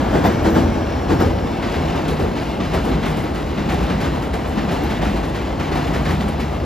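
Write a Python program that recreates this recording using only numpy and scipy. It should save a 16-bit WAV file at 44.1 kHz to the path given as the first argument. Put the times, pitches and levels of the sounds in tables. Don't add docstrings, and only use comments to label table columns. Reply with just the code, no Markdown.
import sys
import numpy as np
from scipy import signal
from scipy.fft import rfft, irfft, next_fast_len
from scipy.io import wavfile
from scipy.ndimage import uniform_filter1d, map_coordinates

SR = 44100
rng = np.random.default_rng(int(sys.argv[2]) if len(sys.argv) > 2 else 0)


def materialize(psi):
    bounded = np.clip(np.atleast_2d(psi).T, -1, 1)
    quanta = np.round(bounded * 32767).astype(np.int16)
    wavfile.write(sys.argv[1], SR, quanta)


N = 293265

# time_s, roar_rel_db, hiss_rel_db
ROLLING_LEVELS = [(0.0, -22, -32), (0.55, -23, -34.5), (0.85, -24.5, -35.5), (1.45, -24.5, -35.5),
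                  (1.6, -24, -34.5), (1.7, -24, -32), (1.85, -23.5, -32), (2.03, -25.5, -34),
                  (2.15, -24.5, -35), (2.31, -26.5, -36), (2.46, -26, -34), (2.56, -26, -35.5),
                  (2.93, -25, -34.5), (3.1, -26, -34), (3.31, -26, -37), (3.42, -27, -37), (3.54, -27, -36),
                  (3.85, -24.5, -34), (4.1, -26, -33.5), (4.29, -26.5, -41), (4.41, -26, -37),
                  (4.85, -25, -33), (5.2, -26.5, -36), (5.3, -27, -37), (5.55, -26, -36.5),
                  (5.8, -25, -33.5), (6.15, -25.5, -36), (6.35, -27, -37.5), (6.5, -26, -37),
                  (6.65, -26, -38)]
# time_s, near_power_share (0-1)
NEAR_POWER_SHARE = [(0, 0.93), (1.25, 0.4), (1.7, 0.26), (2.6, 0.27)]
# time_s, pitch_hz
RAIL_SONG_PITCH = [(1.6, 2210), (2.2, 2160), (3.0, 2040), (6.65, 1957)]
# time_s, pitch_hz, level_db
WHINE_TRACK = [(0, 5760, -59), (.33, 5760, -51), (.65, 5680, -49), (.87, 5600, -50), (1.2, 5470, -51),
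               (1.6, 5450, -54.5), (2.0, 5410, -59), (2.7, 5380, -80)]
# time_s, boom_db, hum_db (before the track blend)
FAR_SPAN_LEVELS = [(1.58, -28.5, -45), (1.8, -30, -28), (2.17, -27, -28.5), (2.32, -26.5, -29.5),
                   (2.47, -30.5, -37), (2.68, -30, -28), (2.93, -26, -27), (3.1, -28, -26),
                   (3.28, -29, -31.5), (3.55, -31, -29.5), (3.76, -26, -26.5), (4.1, -26.5, -26),
                   (4.43, -33, -34.5), (4.62, -29, -27.5), (4.9, -29, -31), (5.1, -23, -28),
                   (5.35, -26, -29.5), (5.52, -29, -36), (5.72, -26, -26.5), (6.16, -25.5, -23.5),
                   (6.38, -33, -27.5), (6.65, -26, -32.5)]
NEAR_BOOM_DB = -24.5

# centre_hz, nominal_width_hz (girder_noise widens it), level_rel_db
NEAR_GIRDER_MODES = [(61, 23, -5), (87, 13, -12), (107, 12, -13.5)]
FAR_GIRDER_MODES = [(52.5, 9.2, 3.5), (64.4, 10, -3.5), (78, 18, -4.5), (99, 42, -2)]
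# centre_hz, nominal_width_hz (girder_noise widens it), level_rel_db
NEAR_WEB_MODES = [(138.7, 15, 1.5), (164, 24, -1.5), (197, 13, -0.5), (236.4, 27, 8)]
FAR_WEB_MODES = [(147.7, 11.6, 4), (176.4, 9.5, -2), (196, 20, -3.5), (216, 23, -3)]
# centre_hz, width_hz, hump_db
NEAR_PLATE_HUMPS = [(316, 46, 1.5), (372, 31, -2), (655, 65, 0.5), (1630, 160, 3)]
FAR_PLATE_HUMPS = [(259, 74, 1.26), (332, 50, 2), (690, 110, 0.8)]
# centre_hz, width_hz, hump_db
NEAR_RAIL_HUMPS = [(1130, 200, 2), (1630, 190, 4.2), (2120, 360, 2)]
RAIL_HUMPS = [(2780, 410, 3), (3570, 200, 2.3), (4050, 350, 3.5)]
WHEEL_HUMPS = [(1690, 90, 2), (2570, 92, 1.5), (7000, 400, 7.3), (7600, 230, 11)]

# frequency_hz, density_rel_db_per_hz
NEAR_DECK_SPECTRUM = [(50, -32), (110, -3.5), (200, -3.5), (290, -1), (390, -5), (800, -8.5), (1200, -15.5),
                      (1800, -23), (3000, -52), (6000, -74)]
FAR_DECK_SPECTRUM = [(60, -48), (115, -16.5), (160, -1.5), (300, -2.5), (460, -6), (580, -7.5), (800, -7.5),
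                     (1200, -16), (1700, -29), (3000, -44), (6000, -62)]
RAIL_SPECTRUM = [(600, -49), (1300, -3.5), (2100, -0.5), (2450, -2), (2850, -2), (4000, -8), (5300, -10),
                 (6000, -15), (7200, -13.5), (9500, -21), (13500, -24.5), (15000, -40)]
WHEEL_SPECTRUM = [(500, -25), (1100, 4), (2100, 0.5), (2500, -2.5), (3800, -6.5), (5300, -13), (7200, -19),
                  (10000, -41), (15000, -53)]
NEAR_WHEEL_SPECTRUM = [(500, -16), (1100, 0.5), (1900, 3.5), (2500, -2.5), (3800, -5.5), (5300, -8.5),
                       (7200, -17.5), (10000, -33), (15000, -55)]
RATTLE_SPECTRUM = [(3000, -27), (6500, 7.5), (8000, 13.5), (10000, 8.5), (12000, 5), (13700, 4),
                   (15000, -11)]
# frequency_hz, density_rel_db_per_hz
THUD_SPECTRUM = [(50, -38), (110, -14), (170, -4.5), (290, -0.5), (400, -2), (520, -5), (750, -31),
                 (1500, -52)]
SLAM_SPECTRUM = [(250, -35), (480, -4), (750, 1), (1200, -8), (1800, -15), (3000, -52), (6000, -70)]
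CLINK_SPECTRUM = [(1200, -18), (2000, -1), (3000, 1), (4300, -9), (5500, -8), (8000, -26), (15000, -50)]

# start_s, pitch_hz, level_db
GIRDER_HEAVES = [(.06, 69, -26), (.13, 74, -28), (.22, 94, -21), (.285, 85, -22.5), (.41, 80, -22),
                 (.53, 92, -21), (.62, 83.5, -19.5), (.78, 83, -24), (.87, 84, -29), (.925, 81, -26),
                 (1.085, 88.4, -21.5), (1.17, 90, -21.5), (1.23, 88.5, -14.5), (1.35, 92, -24.5),
                 (1.75, 79.6, -23), (1.83, 77.6, -23.5), (1.92, 73.3, -25), (2.09, 76.6, -23.5),
                 (2.2, 76, -23), (2.74, 72.6, -24), (2.9, 59, -21), (2.98, 69.4, -27), (3.31, 66, -27),
                 (3.46, 75.4, -25.5), (3.71, 75, -23), (3.795, 60, -22), (3.91, 56.6, -24.5),
                 (4.05, 65.5, -21.5), (4.28, 65, -27), (4.47, 70, -24), (4.715, 66, -23), (4.81, 71, -25),
                 (5.04, 55.6, -25), (5.145, 59, -24), (5.495, 71, -22), (5.94, 66.2, -28),
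                 (6.065, 82, -22.5), (6.225, 64, -21), (6.305, 71.5, -23), (6.39, 68, -27),
                 (6.45, 71.6, -24.5), (6.57, 71, -26)]
# start_s, pitch_hz, level_db
WEB_HUMS = [(.265, 204, -27), (.645, 222.3, -21), (1.74, 168, -26), (1.81, 157, -27), (2.07, 150.5, -24),
            (2.565, 193.7, -25), (2.705, 178, -24.5), (2.88, 263.6, -24.5), (2.93, 160, -26),
            (3.06, 151.6, -22), (3.145, 200, -26.5), (3.555, 205, -23.5), (3.685, 177.5, -24),
            (3.925, 190, -25), (4.545, 211.5, -21), (4.665, 175, -25), (4.78, 289, -27.5),
            (4.885, 207.5, -27), (5.04, 285, -28.5), (4.975, 162, -24.5), (5.06, 198.5, -24),
            (5.71, 151.2, -22.5), (5.98, 147, -27), (6.085, 189.5, -22.5), (6.17, 215, -25.5)]
# start_s, centre_hz, level_db
STEEL_TICKS = [(.116, 12500, -51), (.252, 13000, -41), (.428, 12000, -48), (1.203, 13100, -39),
               (3.237, 12000, -47), (4.334, 8550, -41), (4.834, 13330, -42), (6.046, 8850, -44),
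               (6.284, 8950, -36.5)]
# start_s, thud_db, slam_rel_db, clang_db, rattle_db, web_ring_db, boom_db (last two before the track blend)
NEAR_AXLE_BLOWS = [(0.122, -20, -23, -31.5, -48, -38, -31), (0.224, -20.5, -19, -28, -44, -26, -27),
                   (0.43, -17.5, -21, -29, -44, -23, -31), (0.536, -17.5, -21, -29, -44, -17.5, -24),
                   (1.076, -17.5, -21, -30, -46, -18, -24), (1.182, -18, -19, -29.5, -46, -19.5, -23)]
THUD_DELAY_S = 0.0057
PLATE_HZ, PLATE_DB = 326.3, -5
PUNCH_HZ, PUNCH_DB, PUNCH_DELAY_S = 191.5, -0.5, 0.02113
# peak_s, length_s, level_db
FLANGE_SQUEAKS = [(0.267, 0.045, -42), (0.552, .1, -49)]
SQUEAK_HZ = 13650
# start_s, centre_hz, level_db
PANEL_RING_EVENTS = [(1.22, 530, -25), (1.79, 720, -32), (2.07, 440, -28), (2.185, 427, -23),
                     (2.739, 498, -36), (2.87, 390, -27), (3.70, 750, -32), (3.72, 380, -32),
                     (4.02, 800, -35), (4.70, 770, -29), (4.77, 390, -29.5), (5.01, 736, -31),
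                     (5.735, 740, -26.5), (5.92, 600, -39), (6.09, 830, -32)]
PANEL_WIDTH_HZ = 170
# start_s, knock_rel_db, clang_rel_db, rattle_rel_db
COUPLING_BLOWS = [(1.616, -6, -7.5, -18), (2.593, -3, -2.5, -13), (3.567, -2, -1.5, -7), (4.567, -2, 0, -5),
                  (5.59, -4, 0.5, -3)]
# knock_rel_db, clang_rel_db, rattle_rel_db
JOINT_LEVELS = [(-24, -31, -48), (-24.5, -35, -44), (-29, -33.5, -45), (-29.5, -43, -53)]
# time_s, speed_m_per_s
FAR_TRAIN_SPEED = [(1.6, 19.5), (3.6, 19.1), (4.6, 18.75), (5.6, 18.15)]
AXLE_OFFSETS_M = [0, 2.15, 6.1, 8.25]
AXLE_STRENGTHS_DB = [1.5, -0.54, -0.79, 1.5]
JOINT_OFFSETS_M = [0, 2.8, 6.25, 8.35]
# start_s, knock_db, clang_db, rattle_db
FAR_CLACKS = [(1.618, -36, -31, -56), (1.725, -42, -34, -57), (1.945, -22, -33, -49),
              (2.075, -24.5, -29.5, -42), (2.188, -22, -32.5, -45), (2.350, -25, -35.5, -49),
              (2.598, -31, -34, -59), (2.728, -20, -28.5, -42.5), (2.838, -23, -42, -44),
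              (3.050, -24, -31, -42), (3.164, -40, -40, -43), (3.340, -37, -48, -47),
              (3.688, -35, -29, -43), (3.795, -28, -35, -47), (3.895, -34.5, -37, -54),
              (4.000, -38, -38, -46), (4.035, -37, -33, -50), (4.214, -33, -36.5, -47),
              (4.328, -25, -39, -46), (4.465, -29, -46, -48), (4.705, -24, -33, -44),
              (4.895, -43, -41, -49), (5.045, -35, -31.5, -48), (5.240, -27, -46, -51),
              (5.338, -40, -43, -52), (5.715, -30, -34, -50), (5.750, -36, -31.5, -55),
              (5.932, -24, -37, -46), (6.085, -30, -30, -42), (6.399, -34, -49, -52)]
# start_s, level_db
RIM_CLINKS = [(1.955, -41), (2.368, -34), (2.845, -44), (3.045, -40), (3.165, -37), (3.338, -43),
              (3.69, -45), (4.22, -40), (4.335, -40), (4.895, -39), (5.05, -39), (5.342, -37), (6.08, -37),
              (6.205, -41), (6.4, -37)]

# frequency_hz, likeness (0-1)
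PORT_LIKENESS = [(60, .997), (200, .96), (350, .88), (450, .68), (900, .73), (1120, .63), (1450, .92),
                 (2000, .99), (5000, .92), (7000, .86), (8900, .97), (12000, .76), (13200, .98)]
# frequency_hz, left_lead_rad
PORT_LEAD = [(60, .05), (350, .48), (450, .95), (1050, 1.1), (1350, .3), (2000, 0), (3000, .6), (5300, .6),
             (5700, -1.6), (6700, -.8), (7600, -2.3), (8900, -3.14), (13000, -6.28)]
# frequency_hz, left_minus_right_db
PORT_LEVEL_DIFFERENCE = [(60, .2), (220, .6), (420, 1.5), (650, 1.4), (950, 4), (1400, 1.3), (1700, 1.2),
                         (2100, 0)]
TOP_HZ = 15000


def amp(db):
    return 10 ** (np.asarray(db) / 20)


def unit(x):
    return x / np.sqrt(np.mean(x ** 2) + 1e-20)


def along(points, hz):
    point_hz, values = np.transpose(points)
    return np.interp(np.log(hz + 1), np.log(point_hz + 1), values)


def curves(rows):
    time_s, *columns = np.transpose(rows)
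    return [np.interp(np.arange(N) / SR, time_s, column) for column in columns]


def wobble(knots_per_s):
    knots = rng.standard_normal(int(N * knots_per_s / SR) + 4)
    return map_coordinates(knots, [np.arange(N) * knots_per_s / SR])


def filtered(x, response):
    size = next_fast_len(N + SR // 2)
    hz = np.fft.rfftfreq(size, 1 / SR)
    return irfft(rfft(x, size) * response(hz), size)[..., :N]


def noise(response):
    return unit(filtered(rng.standard_normal((2, N)), response))


def resonance(hz, centre_hz, width_hz):
    detuning = (hz * hz - centre_hz ** 2) / (hz * width_hz + 1)
    return 1 / (1 + detuning ** 2)


def steel(spectrum, humps=(), grain_db=0, grain_rate=200):
    def response(hz):
        hump_db = sum(db / (1 + (2 * (hz - centre) / width) ** 2) for centre, width, db in humps)
        return amp(along(spectrum, hz) + hump_db)

    chatter = rng.standard_normal((2, N)) * amp(grain_db * wobble(grain_rate))
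    return unit(filtered(chatter, response))


def evened(x, steadiness, size):
    power = np.abs(uniform_filter1d(x ** 2, size=size, axis=1))
    strength = np.sqrt(power + 1e-6)
    return unit(x / strength ** np.clip(steadiness, 0, 1))


def patches(x, depth_db):
    z = signal.stft(x, nperseg=2048)[2]
    field = rng.standard_normal(z.shape[1:])
    field = uniform_filter1d(field, size=3, axis=0)
    field = uniform_filter1d(field, size=5, axis=1)
    gain = amp(abs(depth_db) * unit(field))
    return unit(signal.istft(z * gain, nperseg=2048)[1][:, :N])


def gliding(hz, half_width_hz, steadiness):
    line = lambda f: 1 / (1 + (f / half_width_hz) ** 2)
    fuzz = noise(line) + 1j * noise(line)
    carrier = np.exp(2j * np.pi * np.cumsum(hz) / SR)
    return evened(np.real(fuzz * carrier), steadiness, size=200)


def strike(t, rise_s, t60_s):
    shape = (1 - np.exp(-(t / rise_s) ** 2)) * amp(-60 * t / t60_s)
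    return shape / shape.max()


def blows(times_s, levels_db, rise_s, t60_s):
    power = np.zeros(N + SR)
    shape = strike(np.arange(SR) / SR, rise_s, t60_s)
    for start_s, db in zip(times_s, levels_db):
        first = max(round(start_s * SR), 0)
        power[first:][:SR] += (amp(db) * shape) ** 2
    return np.sqrt(power[:N])


def rings(rows, width_hz, rise_s, t60_s, size):
    out = np.zeros((2, N + SR))
    t = np.arange(SR // 2) / SR
    hz = np.fft.rfftfreq(len(t), 1 / SR)
    shape = strike(t, rise_s, t60_s)
    for start_s, centre_hz, db in rows:
        spectrum = rfft(rng.standard_normal((2, len(t))))
        ring = irfft(spectrum * resonance(hz, centre_hz, width_hz), len(t))
        steady = evened(ring, steadiness=0.52, size=size)
        out[:, round(start_s * SR):][:, :len(t)] += amp(db) * shape * steady
    return out[:, :N]


def swings(rows, rise_s, t60_s):
    out = np.zeros((2, N + SR))
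    t = np.arange(SR) / SR
    shape = np.sqrt(2) * strike(t, rise_s, t60_s)
    phases = rng.random((len(rows), 2, 1))
    for (start_s, hz, db), phase in zip(rows, phases):
        first = max(round(start_s * SR), 0)
        out[:, first:][:, :SR] += amp(db) * shape * np.sin(2 * np.pi * (hz * t + phase))
    return out[:, :N]


def both_tracks(near, far):
    share = np.clip(curves(NEAR_POWER_SHARE)[0], 0, 1)
    return np.sqrt(share) * near + np.sqrt(1 - share) * far


def girder_noise(modes, steadiness):
    def response(hz):
        power = sum((amp(db) * resonance(hz, centre, 1.53 * width)) ** 2 / width
                    for centre, width, db in modes)
        return np.sqrt(power)

    return evened(noise(response), steadiness, size=2200)


def rolling():
    roar_db, hiss_db = curves(ROLLING_LEVELS)
    near_deck = amp(3.0) * steel(NEAR_DECK_SPECTRUM, NEAR_PLATE_HUMPS)
    far_deck = amp(1.27) * steel(FAR_DECK_SPECTRUM, FAR_PLATE_HUMPS, grain_db=1.53, grain_rate=90)
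    roar = amp(roar_db) * both_tracks(near_deck, far_deck)
    song = amp(-10.5) * gliding(curves(RAIL_SONG_PITCH)[0], half_width_hz=64, steadiness=.2)
    near_rail = steel(RAIL_SPECTRUM, NEAR_RAIL_HUMPS)
    far_rail = steel(RAIL_SPECTRUM, RAIL_HUMPS, grain_db=1.15, grain_rate=160) + song
    rails = patches(both_tracks(near_rail, far_rail), depth_db=2)
    hiss = amp(hiss_db - 2.0 + 0.68 * wobble(25)) * rails
    return roar + hiss


def girders():
    start_s, *_, boom_db = np.transpose(NEAR_AXLE_BLOWS)
    near_gain = np.hypot(amp(NEAR_BOOM_DB), blows(start_s, boom_db, rise_s=0.14, t60_s=0.97))
    far_gain = amp(curves(FAR_SPAN_LEVELS)[0])
    near = near_gain * girder_noise(NEAR_GIRDER_MODES, steadiness=0.91)
    far = far_gain * girder_noise(FAR_GIRDER_MODES, steadiness=0.97)
    return both_tracks(near, far)


def webs():
    roar_db = curves(ROLLING_LEVELS)[0]
    hum_db = curves(FAR_SPAN_LEVELS)[1]
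    start_s, *_, ring_db, _ = np.transpose(NEAR_AXLE_BLOWS)
    near_gain = np.hypot(amp(roar_db - 3.5), blows(start_s, ring_db, rise_s=0.021, t60_s=1.0))
    far = amp(hum_db) * girder_noise(FAR_WEB_MODES, steadiness=0.93)
    near = near_gain * girder_noise(NEAR_WEB_MODES, steadiness=1.0)
    return both_tracks(near, far)


def whine():
    hz, db = curves(WHINE_TRACK)
    return amp(db) * gliding(hz, half_width_hz=100, steadiness=.65)


def clatter(count):
    when, strength = rng.random((count, 2)).T
    taps = unit(blows(when * N / SR, 7 * strength, rise_s=0.0074, t60_s=0.052))
    gain = amp(curves(ROLLING_LEVELS)[1] - 12.5)
    return gain * taps * steel(WHEEL_SPECTRUM, RAIL_HUMPS, grain_db=3.5, grain_rate=370)


def surges():
    heaves = swings(GIRDER_HEAVES, rise_s=0.034, t60_s=.22)
    hums = swings(WEB_HUMS, rise_s=0.027, t60_s=0.31)
    return heaves + hums


def ticks():
    return rings(STEEL_TICKS, width_hz=3000, rise_s=.001, t60_s=0.073, size=200)


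def near_joint():
    start_s, thud_db, slam_db, clang_db, rattle_db, _, _ = np.transpose(NEAR_AXLE_BLOWS)
    rise_s = .025
    deck = evened(steel(THUD_SPECTRUM, NEAR_PLATE_HUMPS), steadiness=1.0, size=900)
    thud = blows(start_s + THUD_DELAY_S, thud_db, rise_s, t60_s=0.47) * deck

    impact = blows(start_s + PUNCH_DELAY_S, slam_db - 1.5, rise_s=.006, t60_s=.13)
    slam_envelope = np.hypot(blows(start_s, slam_db - 1.0, rise_s, t60_s=0.29), impact)
    slam = slam_envelope * steel(SLAM_SPECTRUM, NEAR_PLATE_HUMPS, grain_db=0.5, grain_rate=240)

    wheel = patches(steel(NEAR_WHEEL_SPECTRUM, WHEEL_HUMPS), depth_db=2.5)
    clang = blows(start_s, clang_db, rise_s, t60_s=0.31) * wheel
    fastenings = steel(RATTLE_SPECTRUM, grain_db=3.0, grain_rate=340)
    rattle = blows(start_s, rattle_db, rise_s, t60_s=0.44) * fastenings

    plate_rows = [(s, PLATE_HZ, db + PLATE_DB) for s, db in zip(start_s, thud_db)]
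    plate = swings(plate_rows, rise_s=0.029, t60_s=.45)
    punch_rows = [(s + PUNCH_DELAY_S, PUNCH_HZ, db + PUNCH_DB) for s, db in zip(start_s, thud_db)]
    punch = swings(punch_rows, rise_s=0.011, t60_s=0.12)
    return thud + punch + plate + slam + clang + rattle


def squeak():
    t = np.arange(N) / SR
    rub = sum(amp(db) * np.exp(-(2 * (t - peak_s) / length_s) ** 2)
              for peak_s, length_s, db in FLANGE_SQUEAKS)
    return rub * noise(lambda hz: resonance(hz, SQUEAK_HZ, width_hz=170))


def panels():
    return rings(PANEL_RING_EVENTS, PANEL_WIDTH_HZ, rise_s=0.017, t60_s=0.77, size=1200)


def far_blows():
    rows = []
    for start_s, *coupling_db in COUPLING_BLOWS:
        speed_m_per_s = np.interp(start_s, *np.transpose(FAR_TRAIN_SPEED))
        for axle_m, axle_db in zip(AXLE_OFFSETS_M, AXLE_STRENGTHS_DB):
            for joint_m, joint_db in zip(JOINT_OFFSETS_M, JOINT_LEVELS):
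                hit_s = start_s + (axle_m + joint_m) / speed_m_per_s
                rows.append((hit_s, *(np.add(coupling_db, joint_db) + axle_db)))
    return np.transpose(rows)


def far_joints():
    start_s, knock_db, clang_db, rattle_db = np.hstack([far_blows(), np.transpose(FAR_CLACKS)])
    deck = evened(steel(FAR_DECK_SPECTRUM, FAR_PLATE_HUMPS), steadiness=0.34, size=1200)
    knock = blows(start_s, knock_db, rise_s=0.013, t60_s=0.27) * deck
    wheel = patches(steel(WHEEL_SPECTRUM, grain_db=0.5, grain_rate=230), depth_db=1.0)
    clang = blows(start_s, clang_db, rise_s=0.0078, t60_s=0.41) * wheel
    fastenings = steel(RATTLE_SPECTRUM, grain_db=2.5, grain_rate=360)
    rattle = blows(start_s, rattle_db, rise_s=0.0064, t60_s=0.37) * fastenings
    return knock + clang + rattle


def clinks():
    start_s, db = np.transpose(RIM_CLINKS)
    grit = steel(CLINK_SPECTRUM, grain_db=5, grain_rate=300)
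    return blows(start_s, db, rise_s=0.0042, t60_s=0.19) * grit


def ports(pair):
    def mix(hz):
        angle = np.arccos(np.clip(along(PORT_LIKENESS, hz), 0, 1)) / 2
        return np.array([np.cos(angle), np.sin(angle)])

    half = np.array([[.5], [-.5]])

    def offset(hz):
        gain = amp(half * along(PORT_LEVEL_DIFFERENCE, hz))
        return gain * np.exp(1j * half * along(PORT_LEAD, hz))

    direct, scattered = filtered(pair, mix)
    return filtered(np.array([direct + scattered, direct - scattered]), offset)


def scene():
    rumble = rolling() + girders() + webs() + surges()
    near = whine() + near_joint() + squeak()
    far = far_joints() + clinks()
    loose_steel = clatter(count=200) + ticks() + panels()
    return ports(rumble + near + far + loose_steel)


def record(dry):
    low_cut_hz = 36
    return filtered(dry, lambda hz: (hz < TOP_HZ) / np.sqrt(1 + (low_cut_hz / (hz + 1)) ** 8))


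dry = scene()
out = record(dry)
materialize(out)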